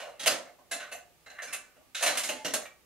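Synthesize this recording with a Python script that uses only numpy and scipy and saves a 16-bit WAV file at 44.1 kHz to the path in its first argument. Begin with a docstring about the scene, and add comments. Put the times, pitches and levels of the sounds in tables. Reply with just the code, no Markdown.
"""Steel wire clothespin hooks knock on a wire dish rack close by in a small kitchen.
A quick cluster of contacts opens, sparser and mostly softer ones follow, and from about 2 s they crowd again.
Each contact is a dense rattle of loose wires that rings hook and rack; the hard walls answer it.
Near 2.3 s a faint low ring swells and fades, made of noise through one narrow resonance.
Shaped noise for room tone and microphone hiss and a sine for a faint mains hum run throughout."""
import sys
import numpy as np
from scipy import signal
from scipy.fft import rfft, irfft, next_fast_len
from scipy.io import wavfile

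SR = 44100
rng = np.random.default_rng(int(sys.argv[2]) if len(sys.argv) > 2 else 0)


def dump(signal):
    """Clip the signal to [-1, 1] and save it as 16-bit WAV at the path in sys.argv[1]."""
    limited = np.clip(np.atleast_2d(signal).T, -1, 1)
    pcm = np.round(limited * 32767).astype(np.int16)
    wavfile.write(sys.argv[1], SR, pcm)


N = 125685
RING = 32768  # transform length of a contact in samples; its first half is heard

# Stereo image of the rack itself: pitch_hz, left_right_likeness (0-1)
RACK_LIKENESS = [(100, 0.6), (1000, 0.81), (3000, 1), (6000, 0.44), (12000, 0.3)]


def amp(db):
    """dB to gain."""
    return 10 ** (np.asarray(db) / 20)


def unit(x):
    """x at rms 1."""
    return x / np.sqrt(np.mean(x ** 2) + 1e-20)


def along(points, hz):
    """Reads a curve of (Hz, value) points on a log frequency axis."""
    f, v = np.transpose(points)
    return np.interp(np.log(hz + 1), np.log(f + 1), v)


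def filtered(x, response):
    """x times a response of frequency."""
    m = next_fast_len(x.shape[-1] + 8192)
    spectrum = rfft(x, m) * response(np.fft.rfftfreq(m, 1 / SR))
    return irfft(spectrum, m)[..., :x.shape[-1]]


def paired(x, likeness):
    """Turns two unrelated signals into a left and a right as alike as asked at each frequency."""
    def mid_and_side_gains(hz):
        angle = np.arccos(np.clip(along(likeness, hz), -1, 1)) / 2
        return np.array([np.cos(angle), np.sin(angle)])

    mid, side = filtered(x, mid_and_side_gains)
    return np.array([mid + side, mid - side])


def dying(x, t60):
    """Every frequency of x dies at its own speed; the first channel ends up at energy 1."""
    hz, t, z = signal.stft(x, SR, nperseg=256)
    decay = amp(-60 * t / t60(hz)[:, None])
    tail = signal.istft(z * decay, SR, nperseg=256)[1][:, :x.shape[1]]
    return tail / np.linalg.norm(tail[0])


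def rattle(rise_s, t60_s):
    """Loose wires tick densely against each other on two sides of the rack: they swell, then die."""
    # Decay along the spectrum: pitch_hz, share_of_t60
    decay_shares = [(200, 1.07), (700, 1.285), (2500, 0.84), (7000, 0.91), (13000, 0.78)]
    tick_share, scatter_db = 0.34, 2.5  # share of samples that hold a tick, spread of their levels
    size, t = (2, RING // 2), np.arange(RING // 2) / SR
    ticks = (rng.random(size) < tick_share) * rng.standard_normal(size)
    ticks = ticks * amp(scatter_db * rng.standard_normal(size))
    tail = dying(ticks, lambda hz: max(t60_s, .03) * along(decay_shares, hz))
    return tail * (1 - np.exp(-t / max(rise_s, .0003)))


def resonances(modes, hz):
    """Summed power response of resonances, each given as (Hz, width Hz, dB)."""
    steepness = 1.66  # above 1: darker valleys between resonances
    power = 0
    for mode_hz, width_hz, db in modes:
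        damping = (hz * width_hz) ** 2
        peak = damping / ((mode_hz * mode_hz - hz * hz) ** 2 + damping)
        power = power + amp(db) ** 2 * peak ** steepness
    return power


def causal(power):
    """The minimum-phase response that has this power: the metal rings only after it is touched."""
    cepstrum = irfft(np.log(power + 1e-12) / 2, RING)
    # fold the backward half onto the forward half
    fold = np.r_[1, 2 * np.ones(RING // 2 - 1), 1, np.zeros(RING // 2 - 1)]
    return np.exp(rfft(cepstrum * fold))


def kitchen_walls(near):
    """Hard walls return the rattle as a diffuse tail whose frequencies die at their own speeds."""
    # Reverberation of the room: pitch_hz, t60_s
    wall_t60 = [(150, 0.36), (1000, 0.35), (3000, 0.29), (8000, .28), (14000, 0.14)]
    # Stereo image of the walls' answer: pitch_hz, left_right_likeness
    wall_likeness = [(100, 0.26), (1000, 0.38), (3000, 0.48), (6000, 0.055), (12000, 0.073)]
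    first_wall_s = .004
    tail = dying(rng.standard_normal(near.shape), lambda hz: along(wall_t60, hz))
    tail = paired(tail, wall_likeness)
    late = np.pad(near[0], (round(first_wall_s * SR), 0))
    return signal.fftconvolve(late[None], tail, axes=1)[:, :RING // 2]


def by_parts(x, levels_db):
    """Splits a contact into six bands and sets each one's level over the first 20 ms."""
    # Borders between thud, frame, long, middle and short wires, hook tips: edge_hz
    part_edges = [400, 1000, 2150, 3400, 6800]
    hz = np.fft.rfftfreq(RING, 1 / SR)
    above = [1 / (1 + (edge_hz / (hz + 1)) ** 8) for edge_hz in part_edges]
    shares = -np.diff([1 + 0 * hz, *above, 0 * hz], axis=0)
    parts = irfft(rfft(x, RING)[None] * shares[:, None], RING)
    middle = parts[:, :, :SR // 50].mean(1)  # mean of both microphones
    early = np.sqrt(np.mean(middle ** 2, axis=1))
    return np.tensordot(amp(levels_db) / early, parts, 1)


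def contacts():
    """Each contact rings hook and rack, reaches both microphones and comes back from the walls."""
    # Contacts of hook and rack: start_s, jangle_amount_db (how much loose-wire jangle),
    # level_db of each of the six parts (6 columns), low_hz, mid_hz, high_hz (rings of the touched place),
    # rise_s, hook_share (0-1), t60_s
    touches = [(0.001, 13, -68, -49, -48.5, -51.5, -54.5, -59.5, 550, 2890, 4170, 0.001, 0.2, 0.33),
               (0.069, -23, -70, -45, -68, -64, -71.5, -81, 584, 1390, 3850, 0.0035, 0.2, 0.13),
               (0.094, -18, -78, -66, -66, -65, -73, -69, 570, 1300, 3920, 0.0019, 0.49, 0.12),
               (0.117, -37.5, -78.5, -64.5, -68, -67, -93, -80, 458, 1160, 4150, 0.0033, 0.6, 0.6),
               (0.196, -16, -59.5, -57, -50.5, -49, -45, -51.5, 840, 3280, 3770, 0.004, 0.6, 0.6),
               (0.233, -17, -53, -54, -49.5, -45.5, -46.5, -53, 603, 3280, 4370, 0.0023, 0.21, 0.2),
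               (0.261, -23, -82, -30.5, -39, -30.5, -37.5, -33, 590, 3020, 9400, 0.009, 0.2, 0.1),
               (0.273, -6, -47.5, -47.5, -32, -32.5, -28.5, -30.5, 594, 2780, 4860, 0.0038, 0.85, 0.099),
               (0.308, 15, -45.5, -40, -37.5, -46, -39.5, -44, 616, 1780, 5130, 0.001, 0.2, 0.27),
               (0.459, -42, -83, -55.5, -61, -73, -73, -85, 685, 2130, 4230, 0.0016, 1, 0.28),
               (0.586, -33, -72.5, -62, -74, -93, -79, -84, 700, 1070, 4360, 0.0012, 0.51, 0.19),
               (0.713, -28, -57, -45, -40, -45.5, -42.5, -42.5, 683, 1674, 9400, 0.0068, 1, 0.24),
               (0.799, -15, -67, -57.5, -47.5, -50, -57.5, -63.5, 600, 1510, 3930, 0.0051, 0.41, 0.36),
               (0.916, -41, -80, -54, -50, -55, -59, -56, 577, 2586, 4400, 0.0014, 0.9, 0.28),
               (0.925, -48, -65.5, -51, -54, -48, -54, -51.5, 703, 2660, 7240, 0.001, 0.49, 0.22),
               (1.263, -42, -70, -61, -54.5, -64, -61.5, -73, 714, 1607, 4000, 0.002, 0.91, 0.24),
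               (1.301, -51, -72, -60.5, -57.5, -60.5, -60, -71, 622, 1670, 4060, 0.0024, 0.69, 0.19),
               (1.353, -47, -82, -76, -56.5, -65, -84, -79, 664, 1630, 4100, 0.0018, 0.6, 0.27),
               (1.387, -28, -90, -61, -41, -56, -72, -70, 700, 1796, 3900, 0.0012, 0.76, 0.23),
               (1.422, -35, -73, -49, -46, -53.5, -50.5, -54, 664, 1650, 6320, 0.0024, 0.34, 0.17),
               (1.431, -43, -85, -66, -59, -58, -55, -56, 710, 1620, 6240, 0.0025, 0.6, 0.25),
               (1.471, -32, -62, -71, -50, -61, -57, -62, 584, 2340, 5360, 0.0018, 0.97, 0.6),
               (1.528, -19, -69, -56.5, -44.5, -43.5, -48, -40, 725, 2620, 9900, 0.006, 0.68, 0.17),
               (1.763, -54, -72, -66, -74, -72, -90, -79, 620, 1380, 7000, 0.0023, 0.44, 0.16),
               (1.809, -42, -71, -68, -93, -96, -95, -87, 590, 1110, 8470, 0.003, 0.25, 0.1),
               (1.949, -24, -80, -56, -45, -42, -41.5, -49.5, 600, 1474, 3740, 0.0015, 0.86, 0.57),
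               (2.011, -24, -81, -42.5, -46, -52, -50.5, -47.5, 684, 1560, 6510, 0.0026, 1, 0.12),
               (2.026, -10, -55.5, -35, -35.5, -37, -35.5, -33, 690, 2650, 9600, 0.0026, 0.41, 0.27),
               (2.064, -5, -47.5, -37, -33.5, -35, -33, -36.5, 583, 2240, 4000, 0.0013, 0.7, 0.31),
               (2.154, -7, -55.5, -44.5, -45, -51, -47, -51.5, 610, 1860, 3900, 0.0025, 0.22, 0.068),
               (2.173, 4, -51, -51, -39.5, -39, -38.5, -35, 689, 2840, 7440, 0.0025, 0.98, 0.22),
               (2.235, 0, -55, -51, -44, -46.5, -40, -41.5, 785, 2150, 6800, 0.0014, 0.97, 0.42),
               (2.29, -10, -45.5, -38, -45, -36.5, -42.5, -42.5, 610, 2750, 6650, 0.0035, 0.6, 0.17),
               (2.354, -7, -61, -57, -60, -57, -62, -67, 579, 2150, 3300, 0.0023, 0.82, 0.6),
               (2.448, -22, -43, -41, -41.5, -41.5, -39, -47, 507, 2880, 5730, 0.0025, 0.62, 0.29),
               (2.538, -6, -46.5, -38.5, -39, -41.5, -36, -33.5, 634, 1590, 6700, 0.002, 0.92, 0.16),
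               (2.619, -42, -71, -51, -57, -69, -59, -58, 619, 2050, 6700, 0.0023, 0.25, 0.15),
               (2.654, -20, -76, -61.5, -51, -53.5, -68, -66, 732, 2326, 3740, 0.0023, 0.27, 0.13)]
    # Resonances of the rack: pitch_hz, width_hz, level_db
    rack_modes = [(126, 65, -8.5), (257.8, 14.5, 1), (466, 60, -9.5), (520, 45, -9), (601, 29, 3.5),
                  (700, 21, -19), (1053, 20, -7.5), (1163, 39, -3), (1890, 98, 0.5), (2290, 75, -3.5),
                  (2830, 96, 2.5), (3650, 36, -22), (4310, 690, -9.5), (4940, 48, -8), (6180, 130, 6),
                  (6610, 94, -10), (7300, 59, -3), (9900, 1200, -22.5), (11900, 33, 6)]
    # Resonances of the hook: pitch_hz, width_hz, level_db
    hook_modes = [(493, 60, -6.5), (580, 43, -7.5), (733, 104, -2), (1315, 42, -10), (1510, 54, -7),
                  (1523, 45, -2), (1740, 83, -3), (2084, 88, 0.5), (2674, 140, -0.5), (2900, 91, -7),
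                  (4080, 350, -6.5), (5600, 230, -9), (6610, 130, -3), (7400, 650, -4), (9510, 120, 1),
                  (10300, 590, -4), (11900, 360, -9)]
    # Low, middle and high ring of the touched place, one row each: width_hz, level_db
    touched_rings = [(60, 2), (140, 3.5), (260, -1)]
    # Spectrum of the loose wires' broad jangle: pitch_hz, level_db (per Hz)
    jangle_curve = [(53, -76.5), (90, -40), (253, -7.5), (389, -14.5), (599, 5.5), (846, -7), (1140, -4),
                    (2890, -2), (4740, -6.5), (10100, -3.5), (15500, -14.5)]
    # jangle gain at a reference amount, that amount, and slope in dB per dB
    jangle_db, reference_db, jangle_slope = -4.5, -17.5, 0.27
    walls_db = -6.5
    lead_s = .002  # a rattle starts before its front is heard
    lag_s = 3.2e-5  # direct sound reaches the left microphone this much later
    low_cut_hz, dull_hz = 119, 13300  # low cut and treble roll-off of the contacts

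    hz = np.fft.rfftfreq(RING, 1 / SR)
    hook, rack = resonances(hook_modes, hz), resonances(rack_modes, hz)
    jangle = amp(along(jangle_curve, hz))
    lag = np.exp(1j * np.pi * hz * lag_s * np.array([[-1], [1]]))
    out = np.zeros((2, N + RING))
    for start_s, jangle_amount_db, *levels_db, low_hz, mid_hz, high_hz, rise_s, share, t60_s in touches:
        share = np.clip(share, 0, 1)
        place = [(ring_hz, *ring) for ring_hz, ring in zip((low_hz, mid_hz, high_hz), touched_rings)]
        body = share * hook + (1 - share) * rack + resonances(place, hz)
        jangle_gain = amp(jangle_db + jangle_slope * (jangle_amount_db - reference_db))
        body = causal(body + (jangle_gain * jangle) ** 2)
        near = irfft(rfft(rattle(rise_s, t60_s), RING) * body, RING)[:, :RING // 2]
        wet = kitchen_walls(near)
        direct = irfft(rfft(paired(near, RACK_LIKENESS), RING) * lag, RING)[:, :RING // 2]
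        sound = by_parts(direct + amp(walls_db) * wet, levels_db)[:, :RING // 2]
        first = max(round((start_s - lead_s) * SR), 0)
        out[:, first:first + RING // 2] += sound

    def tone(f):
        low_cut = (1j * f / (low_cut_hz + 1j * f)) ** 3
        return low_cut / np.sqrt(1 + (f / dull_hz) ** 12)

    return filtered(out[:, :N], tone)


def quiet():
    """Room tone and microphone hiss are shaped noise; the faint mains hum is one sine."""
    # Spectrum of room tone and hiss: pitch_hz, level_db (per Hz, relative)
    hiss_curve = [(15, -36), (25, -3), (140, -1), (199, -2), (275, -5), (350, -2), (922, -6.5), (1060, -15),
                  (1180, -2), (1310, -11.5), (2430, -9), (3840, -13), (15600, -16)]
    # Stereo image of room tone and hiss: pitch_hz, left_right_likeness
    hiss_likeness = [(60, 0), (180, 0.023), (550, 0.84), (1650, 0.3), (4970, 0), (15000, 0.0)]
    hiss_db, hum_hz, hum_db = -64.0, 60.5, -83.5  # levels are rms
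    noise = paired(rng.standard_normal((2, N)), hiss_likeness)
    hiss = unit(filtered(noise, lambda hz: amp(along(hiss_curve, hz))))
    hum = np.sqrt(2) * amp(hum_db) * np.sin(2 * np.pi * hum_hz * np.arange(N) / SR)
    return amp(hiss_db) * hiss + hum


def low_ring():
    """A low ring as the rack swings: noise through one narrow resonance, swelling and fading."""
    # The ring, a single row: start_s, length_s, pitch_hz, width_hz, level_db
    swing = (2.31, .16, 868, 24, -55)
    start_s, length_s, ring_hz, width_hz, db = swing
    progress = np.clip((np.arange(N) / SR - start_s) / length_s, 0, 1)
    swell = np.sqrt(np.abs(np.sin(np.pi * progress)))
    noise = paired(rng.standard_normal((2, N)), RACK_LIKENESS)
    tone = filtered(noise, lambda hz: resonances([(ring_hz, width_hz, 0)], hz))
    return amp(db) * unit(tone) * swell


def scene():
    """Everything that reaches the two microphones."""
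    return contacts() + low_ring() + quiet()


def record(dry):
    """The right microphone is a little louder; nothing passes above the band limit."""
    right_db, top_hz = 1.9, 15750  # right over left, band limit
    balance = amp([[-right_db / 2], [right_db / 2]])
    return filtered(dry * balance, lambda hz: hz < top_hz)


dry = scene()
out = record(dry)
dump(out)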